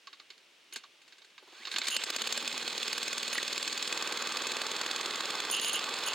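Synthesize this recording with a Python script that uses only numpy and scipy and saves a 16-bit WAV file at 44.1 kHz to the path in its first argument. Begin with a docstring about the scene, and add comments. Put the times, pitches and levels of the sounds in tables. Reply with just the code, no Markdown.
"""A single-cylinder petrol lawn mower is pull-started on a lawn, a couple of metres away.
The starter's pawls (small catches) click as the slack is taken up, and the cord whizzes out. The engine
coughs, catches and settles at twenty firings a second: gas puffs boom through the muffler, the steel
deck over the blade drones, and each firing clacks. The spool rubs and squeals as the cord runs back in.
Behind it all is the faint hiss of the garden."""
import sys
import numpy as np
from scipy import signal
from scipy.fft import rfft, irfft, next_fast_len
from scipy.io import wavfile

SR = 44100
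rng = np.random.default_rng(int(sys.argv[2]) if len(sys.argv) > 2 else 0)


def transcribe(u):
    """Save the signal u as a 16-bit wav file named by the first command-line argument.

    u: samples, shape (n,) or (channels, n), limited to [-1, 1]; the rate is SR.
    q: integer samples, one column per channel.
    """
    v = np.clip(np.atleast_2d(u).T, -1, 1)
    q = np.round(v * 32767).astype(np.int16)
    wavfile.write(sys.argv[1], SR, q)


N = 270893
T = np.arange(N) / SR

# how fast the engine runs; one cycle is two turns and one firing: (time [s], speed [cycles per s])
SPEED = [(1.4, 0), (1.785, 8.93), (1.884, 11.29), (2.183, 17.78), (2.362, 19.79), (3.427, 20.09),
         (5.806, 20.53)]
# notes at which the engine's cover and block ring: (pitch [Hz], width [Hz], level [dB])
COVER_NOTES = [(1142, 90, -4.5), (1573, 100, -0.5), (2545, 64, 0.5), (3450, 35, 1.5), (5227, 153, 5),
               (6440, 52, 4), (7610, 11, 9), (8080, 17, 10)]

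CATCH_S = 1.785  # the first firing
MISFIRES = [10, 12, 14, 16]  # these cycles barely fire, as the throttle closes


def amp(db):
    """Turn decibels into a gain."""
    return 10 ** (np.asarray(db) / 20)


def unit(x):
    """Scale a signal to an average (rms) size of 1."""
    return x / np.sqrt(np.mean(x ** 2) + 1e-20)


def white():
    """Fresh white noise: an even hiss."""
    return rng.standard_normal(N)


def drift(per_s):
    """A random wobble of about size 1 that takes a new value per_s times a second."""
    return unit(np.interp(T * per_s, np.arange(N // 40), rng.standard_normal(N // 40)))


def in_time(rows):
    """Join a table's points in time with straight lines: one curve for each value column."""
    times, *columns = np.transpose(rows)
    return [np.interp(T, times, column) for column in columns]


def at_hz(points, hz):
    """Read between a table's frequencies, with every octave equally wide."""
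    known, value = np.transpose(points)
    return np.interp(np.log(np.maximum(hz, 1)), np.log(known), value)


def colour(x, spectrum, size=8192):
    """Give a sound the tone of a (frequency [Hz], level [dB]) table; white noise keeps its level."""
    gain = unit(amp(at_hz(spectrum, np.fft.rfftfreq(size, 1 / SR))))
    cepstrum = irfft(np.log(gain))
    # fold it so that the filter rings only after a hit, never before (minimum phase)
    cepstrum[1:size // 2] *= 2
    cepstrum[size // 2 + 1:] = 0
    response = irfft(np.exp(rfft(cepstrum)))
    return signal.oaconvolve(x, response)[:N]


def resonate(x, hz, width):
    """Let through a band around one pitch; the narrower it is, the longer it rings."""
    r = np.exp(-np.pi * width / SR)
    feed = np.array([1, 0, -1]) * (1 - r * r) / 2
    feedback = [1, -2 * r * np.cos(2 * np.pi * hz / SR), r * r]
    return signal.lfilter(feed, feedback, x + 1e-18)


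def ring(x, hz, width):
    """Ring at one pitch, boosted so that white noise keeps its level."""
    return resonate(x, hz, width) * np.sqrt(SR / (np.pi * width))


def housing(x, notes):
    """A housing adds its own ringing notes to whatever rattles inside."""
    return x + sum(amp(db) * resonate(x, hz, width) for hz, width, db in notes)


def bursts(times, levels_db, rise_s, decay_s):
    """Noise that swells up to each hit and dies away after it."""
    power = np.zeros(N)
    for s, db in zip(times, levels_db):
        end = s + min(8 * decay_s + .01, .1)
        near = slice(max(int((s - .02) * SR), 0), max(int(end * SR), 0))
        age = T[near] - s
        power[near] += (amp(db) * np.exp(np.minimum(age / rise_s, -age / decay_s))) ** 2
    return np.sqrt(power) * white()


def engine_cycles():
    """Cycles run since the first firing, at every sample."""
    speed, = in_time(SPEED)
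    return np.cumsum(speed * (T > CATCH_S)) / SR


def cycle_times(share):
    """The moments when the engine is a given share through its cycle; 0 is the firing."""
    cycles = engine_cycles()
    return T[np.searchsorted(cycles, np.arange(share, cycles[-1], 1), side="right")]


def at_speed(full_db, power):
    """Level in dB of a part that grows with engine speed, more steeply for a higher power."""
    speed, = in_time(SPEED)
    return full_db + power * 20 * np.log10(speed / speed.max() + 1e-6)


def throttle(s, ease_at_s=2.32, close_s=.068):
    """1 (wide open) while the engine speeds up, falling to 0 as its speed governor eases it back."""
    return np.exp(-np.maximum(s - ease_at_s, 0) / close_s)


def settling(s, db, open_db, fade_db_per_s):
    """A level in dB that is higher at open throttle and sinks slowly as the engine runs on."""
    return db + open_db * throttle(s) - fade_db_per_s * np.maximum(s - CATCH_S, 0)


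def lull():
    """A gain that drops just after each firing and builds up towards the next."""
    cycles = engine_cycles()
    depth_db = settling(T, 6.5, open_db=9.5, fade_db_per_s=.74) * np.minimum(cycles / 2, 1)
    dip = np.exp(-((cycles % 1 - .17) / .14) ** 2)
    return amp(depth_db * (.2 - dip))


def friction(repeat_share):
    """Rubbing noise; once the engine runs, a share of it comes back alike in every cycle."""
    pattern = rng.standard_normal(SR // 20)
    place = (engine_cycles() % 1 * len(pattern)).astype(int)
    running = np.sqrt(repeat_share) * pattern[place] + np.sqrt(1 - repeat_share) * white()
    return np.where(T > CATCH_S, running, white())


def garden():
    """A faint, steady outdoor hiss, a little different in each ear."""
    # tone of the hiss: (frequency [Hz], level [dB])
    hiss_tone = [(18, -61), (30, -31), (90, -30), (127, -16.5), (280, -5), (311, -3), (632, -4.5),
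                 (702, -6), (1350, -5.5), (2900, 2), (5590, -8), (6720, -11), (9220, -17), (14000, -28.5),
                 (16000, -22)]
    middle = colour(white(), hiss_tone)
    sides = amp(-7.5) * colour(white(), hiss_tone) * [[1], [-1]]
    return amp(-62.5) * (middle + sides)


def pawls(scatter_db=6, chatter_knock_db=-24, chatter_tick_db=-2.5):
    """The starter's catches drop into their cup: a ringing click, a hollow knock and a bright tick."""
    # clear clicks: (time [s], level [dB], knock offset [dB], tick offset [dB])
    clear_clicks = [(0.071, -36.5, -8, -35), (0.129, -37, -13, -32), (0.198, -40, -9, -30),
                    (0.303, -37, -30, -13), (0.759, -28, -35, 2.5), (0.764, -34, -45, -20),
                    (0.836, -40, -5, -35), (1.123, -41.5, -21, -22), (1.218, -44.5, -24, -27),
                    (1.379, -39.5, -14, -28), (1.652, -28.5, -24, -24), (1.671, -26, -13.5, -29),
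                    (1.74, -27, -29, -9), (1.761, -19, -20, -16), (1.816, -24, -24, -25),
                    (1.87, -23, -26, 0)]
    # lighter chatter in between: (start [s], end [s], rate [clicks per s], level [dB])
    chatter = [(0.362, .4, 28, -47.5), (.712, .745, 53, -38.5), (0.982, 1.35, 17.2, -51.5),
               (1.702, 1.73, 55, -33.5), (1.826, 1.915, 87, -30.5)]
    # tone of a click: (frequency [Hz], level [dB])
    click_tone = [(100, -50), (220, -25), (380, -4.5), (650, -15.5), (1100, -6.5), (1600, -6.5), (2600, 0),
                  (3700, 0.5), (4800, -1), (5800, -14.5), (6800, -7), (9000, -36), (14000, -30)]
    # notes at which the cup rings: (pitch [Hz], width [Hz], level [dB])
    cup_notes = [(1597, 91, 10), (2175, 240, 0.5), (3760, 120, 4.5), (4270, 180, 4)]
    clicks = list(clear_clicks)
    for start, end, per_s, db in chatter:
        chance = rng.uniform(-1.04, 1, size=(16, 2))
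        for s, (early, strong) in zip(np.arange(start + .5 / per_s, end, 1 / per_s), chance):
            when = s - .25 * early / per_s
            clicks.append((when, db + scatter_db * strong, chatter_knock_db, chatter_tick_db))
    times, db, knock_db, tick_db = np.transpose(clicks)
    click = bursts(times + .0011, db - 9, rise_s=.0011, decay_s=.0064)
    tail = bursts(times + .008, db - 23, rise_s=.0025, decay_s=.024)
    knock = bursts(times + .0025, db + knock_db - 2.5, rise_s=.00075, decay_s=.0088)
    knock = resonate(ring(knock, hz=1130, width=100), hz=1200, width=1400)
    tick = bursts(times + .00082, db + tick_db - 15.5, rise_s=.00056, decay_s=.011)
    tick = colour(tick, [(300, -71), (3000, -14), (7000, 9), (10000, -3), (15000, -18)])
    return housing(colour(click + tail, click_tone), cup_notes) + knock + tick


def spool_squeal(build_s=.015, flutter_db=2.5, ring_periods=115, slips_per_s=52):
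    """The cord's spool sticks and slips: each slip screeches, and its notes build up and ring on."""
    # when the spool rubs: (start [s], end [s], level [dB])
    rubs = [(0.731, 0.742, -47), (1.903, 1.954, -35), (3.33, 3.355, -43.5), (5.51, 5.569, -34.5),
            (5.61, 5.697, -36), (5.728, 5.761, -35), (6.06, 6.084, -36.5)]
    # narrow notes at which it sings: (pitch [Hz], width [Hz], level [dB])
    singing_notes = [(2718, 10, -3), (2880, 10, 0), (2968, 20, -6), (3128, 14, -2), (6732, 30, -8),
                     (6847, 12, -8), (9678, 14, -9)]
    # broad notes set off by each slip: (pitch [Hz], width [Hz], level [dB])
    screech_notes = [(3120, 150, -23), (6570, 180, -3), (9550, 160, -11), (9620, 230, -5),
                     (13020, 160, -11.5), (14500, 540, -17)]
    rubbing = sum(amp(db) * ((T > start) & (T < end)) for start, end, db in rubs)
    drive = sum(amp(db) * np.clip((T - start) / build_s, 0, 1) * (T < end) for start, end, db in rubs)
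    song, log_drive = 0, np.log(drive + 1e-9)
    for hz, width, db in singing_notes:
        fall = T * hz / ring_periods  # low notes ring longest
        held = np.exp(np.maximum.accumulate(log_drive + fall) - fall)  # follows the rub, then fades
        wander = np.cumsum(white()) * np.sqrt(2 * np.pi * width / SR)  # makes the note less pure
        song += held * amp(db + flutter_db * drift(90)) * np.sin(2 * np.pi * hz * T + wander)
    slips = np.cumsum(rng.uniform(.4, 1.3, size=600)) / slips_per_s
    first_slips = np.array(rubs)[:, 0] + .002  # every rub breaks loose with a slip
    slips = np.append(slips[slips < T[-1]], first_slips)
    scrape = rubbing * bursts(slips, rng.normal(3.5, 2, len(slips)), rise_s=.0005, decay_s=.007)
    screech = sum(amp(db) * resonate(ring(scrape, hz, width), hz, 3 * width)
                  for hz, width, db in screech_notes)
    return amp(-2) * song + amp(-4) * screech


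def thumps(kick_db=-42.5, misfire_db=-38, misfire_lag_s=.01):
    """The starter, the first three firings and the misfires shake a low note out of the deck."""
    # low thumps as the starter catches and the pull turns the engine over: (time [s], level [dB])
    starter_thumps = [(0.762, -49.5), (1.602, -52), (1.742, -41)]
    fired = cycle_times(0)
    kicks = [(s, kick_db) for s in fired[:3]]
    stumbles = [(s + misfire_lag_s, misfire_db) for s in fired[MISFIRES]]
    times, db = np.transpose(list(starter_thumps) + kicks + stumbles)
    shake = bursts(times, db, rise_s=.002, decay_s=.009)
    thud = colour(shake, [(40, -25), (130, -26), (235, 3.5), (330, 14.5),
                          (500, -9), (900, 9), (2500, -39)])
    note = resonate(ring(shake, hz=249, width=70), hz=248, width=170)
    return amp(-4.5) * thud + amp(-6.5) * note


def cranking_puffs(start_s=1.428, gap_s=.05, first_db=-54, step_db=1):
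    """Three short puffs, each a little stronger, as the pull first turns the engine over."""
    # tone of a puff: (frequency [Hz], level [dB])
    puff_tone = [(120, -33), (230, -12), (340, 6), (550, -3.5), (900, 0.5), (1500, -10), (3000, -30)]
    k = np.arange(3)
    puffs = bursts(start_s + gap_s * k, first_db + step_db * k, rise_s=.002, decay_s=.008)
    return colour(puffs, puff_tone)


def cord_whizz():
    """The cord whizzes through its guide hole, rising in pitch as the pull gathers speed."""
    # the whizz: (time [s], pitch [Hz], level [dB])
    whizz = [(1.5, 1197, -90), (1.55, 1450, -60), (1.6, 1650, -57), (1.635, 2240, -47), (1.66, 2300, -110)]
    hz, db = in_time(whizz)
    rough_hz = hz * (1 + .017 * drift(600))
    return amp(db) * np.sin(2 * np.pi * np.cumsum(rough_hz) / SR)


def exhaust(lead_s=.0032, jitter_s=.00064, uneven_db=.6):
    """The gas puffs of each cycle boom through the muffler."""
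    # puffs within a cycle: (place [share of the cycle], level [dB])
    puffs = [(.0, 5), (.5, -16)]
    # tone of the muffler: (frequency [Hz], level [dB])
    muffler_tone = [(25, -50), (60, -50), (82, -19), (102, -14), (122, -8), (143, -10.5), (163, 3),
                    (190, -1), (225, 4.5), (280, -11.5), (400, 3), (900, -58.5)]
    pulses = np.zeros(N + SR)
    for share, db in puffs:
        times = cycle_times(share) - lead_s
        at = (rng.normal(times, jitter_s) * SR).astype(int)
        pulses[at] += amp(rng.normal(db, uneven_db, len(at)))
    return amp(at_speed(-62.5, power=1.3)) * unit(colour(pulses[:N], muffler_tone))


def drone_change(step_db, start_s=3.857, rise_s=.087, creep_db_per_s=.55):
    since = np.maximum(T - start_s, 0)
    duck_db = 4 * np.exp(-((T - 5.64) / .13) ** 2)  # at a set time
    return step_db * np.minimum(since / rise_s, 1) + creep_db_per_s * since - duck_db


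def deck(throb_db=.5, hum_db=-49):
    """The steel deck drones as the engine turns and is jolted by each firing."""
    # tone of its low rumble: (frequency [Hz], level [dB])
    rumble_tone = [(30, -66), (120, -24.5), (220, -28.5), (310, -1.5), (400, 1), (490, 1), (620, -4),
                   (800, -15.5), (1500, -36.5)]
    # tone of its ringing steel: (frequency [Hz], level [dB])
    steel_tone = [(300, -50.5), (650, -2.5), (850, 1.5), (1150, 4), (1400, 2.5), (1650, -2.5), (2100, -3.5),
                  (3500, -32.5)]
    # notes that follow the engine: (pitch [times the firing rate], level within the hum [dB])
    hum_notes = [(12, -10.5), (16, -17), (19, -14), (24, -12), (28, -9.5), (32, -15)]
    cycles, fired = engine_cycles(), cycle_times(0)
    rumble_db = at_speed(-53, power=1.25) + drone_change(step_db=3)
    steel_db = at_speed(-50, power=1) + drone_change(step_db=5.5)
    sway = lull() * amp(throb_db * np.cos(4 * np.pi * (cycles + .18)))  # one throb for each turn
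    jolt_db = rng.normal(4 + 8 * throttle(fired), 1.6)  # hardest while the engine speeds up
    jolts = bursts(fired - .0025, jolt_db, rise_s=.001, decay_s=.0025)
    rumble = amp(rumble_db) * colour(sway * friction(repeat_share=.45) + amp(2.5) * jolts, rumble_tone)
    boom = amp(rumble_db - 5.5) * resonate(ring(jolts, hz=263, width=42), hz=260, width=110)
    hum = sum(amp(db + drift(4.7)) * np.sin(2 * np.pi * (k * cycles + rng.random()))
              for k, db in hum_notes)
    hum *= amp(hum_db) * np.clip(cycles - 5, 0, 1)  # comes in after five cycles
    steel = amp(steel_db) * colour(sway * friction(repeat_share=.35) + jolts, steel_tone)
    return rumble + boom + hum + housing(steel, COVER_NOTES)


def whir(grain_db=1.55, uneven_db=.3):
    """Gears and fan whir while the parts that work the valves tick in every cycle."""
    # valve knocks: (place [share of the cycle], level over the whir [dB], decay [s])
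    valve_knocks = [(.41, 6.5, 0.0008), (.55, 1.5, 0.0022), (.83, -12, 0.0023), (.96, -3, 0.0097)]
    # tone of the whir: (frequency [Hz], level [dB])
    whir_tone = [(500, -34), (1300, -9), (2000, 0), (2600, 0), (3000, 1), (3700, 3), (4400, 4), (5200, -10),
                 (5750, -15.5), (6700, -5.5), (7900, -13), (9000, -19.5), (11800, -29), (15000, -24.5)]
    rattle = friction(repeat_share=.43) * amp(grain_db * drift(500)) * lull()
    for share, db, decay_s in valve_knocks:
        times = cycle_times(share)
        rattle += bursts(times, rng.normal(db, uneven_db, len(times)), rise_s=.00039, decay_s=decay_s)
    return housing(amp(at_speed(-41, power=1)) * colour(rattle, whir_tone), COVER_NOTES)


def firing_clacks(misfire_drop_db=9, ping_scatter_db=7):
    """Every firing gives a clack with a hard metal snap at its core; some set off a clear ping."""
    # tone of the clack: (frequency [Hz], level [dB])
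    clack_tone = [(150, -33), (400, -3.5), (1000, -8.5), (2200, 2), (3700, 4.5), (4600, 6.5), (5700, -9.5),
                  (6900, 3), (8000, -4.5), (9000, -32), (10400, -8.5), (11800, -27), (13500, -19),
                  (16000, -25)]
    # tone of the snap: (frequency [Hz], level [dB])
    snap_tone = [(500, -23), (2500, 1.5), (4400, 5.5), (5700, -21.5), (7200, 0.5), (10000, -6),
                 (11800, -14), (14000, -6.5), (16000, -19)]
    fired = cycle_times(0)
    force_db = settling(fired, -26.5, open_db=.5, fade_db_per_s=1) + rng.normal(0, 1, len(fired))
    force_db[MISFIRES] -= misfire_drop_db
    clack = bursts(fired - .0004, force_db - .5, rise_s=.001, decay_s=.0041)
    snap_db = force_db + settling(fired, -6, open_db=3.5, fade_db_per_s=1.7)
    snap = bursts(fired, snap_db, rise_s=.00043, decay_s=.002)
    ping_db = force_db - 14.5 + ping_scatter_db * rng.uniform(-1, 1, len(fired))
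    ping = ring(bursts(fired, ping_db, rise_s=.0005, decay_s=.002), hz=4410, width=180)
    return ping + housing(colour(clack, clack_tone) + colour(snap, snap_tone), COVER_NOTES)


def far_side_rattle():
    """Rattle leaves the far side of the engine by other paths, unlike in each ear, widening the sound."""
    # tone of those paths: (frequency [Hz], level [dB])
    path_tone = [(100, 0), (400, -24), (1500, -17), (2400, -21), (4400, -17), (8000, -8), (15000, -5)]
    return amp(-9.5) * colour(whir() + firing_clacks(), path_tone) * [[1], [-1]]


def handle_slaps():
    """The cord's handle slaps the frame, with a short ring each time."""
    # the slaps: (time [s], level [dB], decay [s])
    slaps = [(3.335, -50, .004), (3.355, -22.5, .001), (3.382, -26.5, 0.0049), (3.405, -49, 0.0061)]
    hits = sum(bursts([s], [db], rise_s=.00075, decay_s=decay_s) for s, db, decay_s in slaps)
    return ring(hits, hz=1910, width=160)


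def microphones(x):
    """Two close microphones hear the mower with a balance and a lag that change with frequency."""
    # how much louder the left is: (frequency [Hz], left minus right [dB])
    balance = [(100, -0.5), (500, -1), (1100, -1), (1800, -1), (2800, -4.5), (4200, -4), (5200, -4),
               (6500, 10.5), (8000, 10), (9800, -10), (15000, 1.5)]
    # how far the left is ahead: (frequency [Hz], phase [radians])
    left_lead = [(0, 0), (4650, 0.056), (5510, 1.55), (5940, 1.6), (6200, -0.3), (6800, 0.1), (7670, -0.5),
                 (8350, -1.5), (9390, -2), (10800, 0.5), (12700, -1.5), (13500, -0.24), (14500, -0.3),
                 (16200, 0.1)]
    size = 2 * next_fast_len(N // 2 + SR // 10)
    hz = np.fft.rfftfreq(size, 1 / SR)
    left = amp(at_hz(balance, hz) / 2) * np.exp(.5j * at_hz(left_lead, hz))
    right = 1 / left
    pair = np.array([left, right]) / np.maximum(abs(left + right) / 2, .5)
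    return irfft(rfft(x, size) * pair)[:, :N]


def scene():
    """The mower over the faint hiss of the garden."""
    starting = pawls() + spool_squeal() + thumps() + cranking_puffs() + cord_whizz()
    engine = exhaust() + deck() + whir() + firing_clacks()
    return garden() + microphones(starting + engine + handle_slaps()) + far_side_rattle()


def record(dry, ceiling=.3, cutoff_hz=16000):
    """The hardest peaks are slightly rounded and the highest treble is cut steeply."""
    rounded = ceiling * np.tanh(dry / ceiling)
    return signal.sosfilt(signal.ellip(10, .1, 80, cutoff_hz, fs=SR, output="sos"), rounded)


dry = scene()
out = record(dry)
transcribe(out)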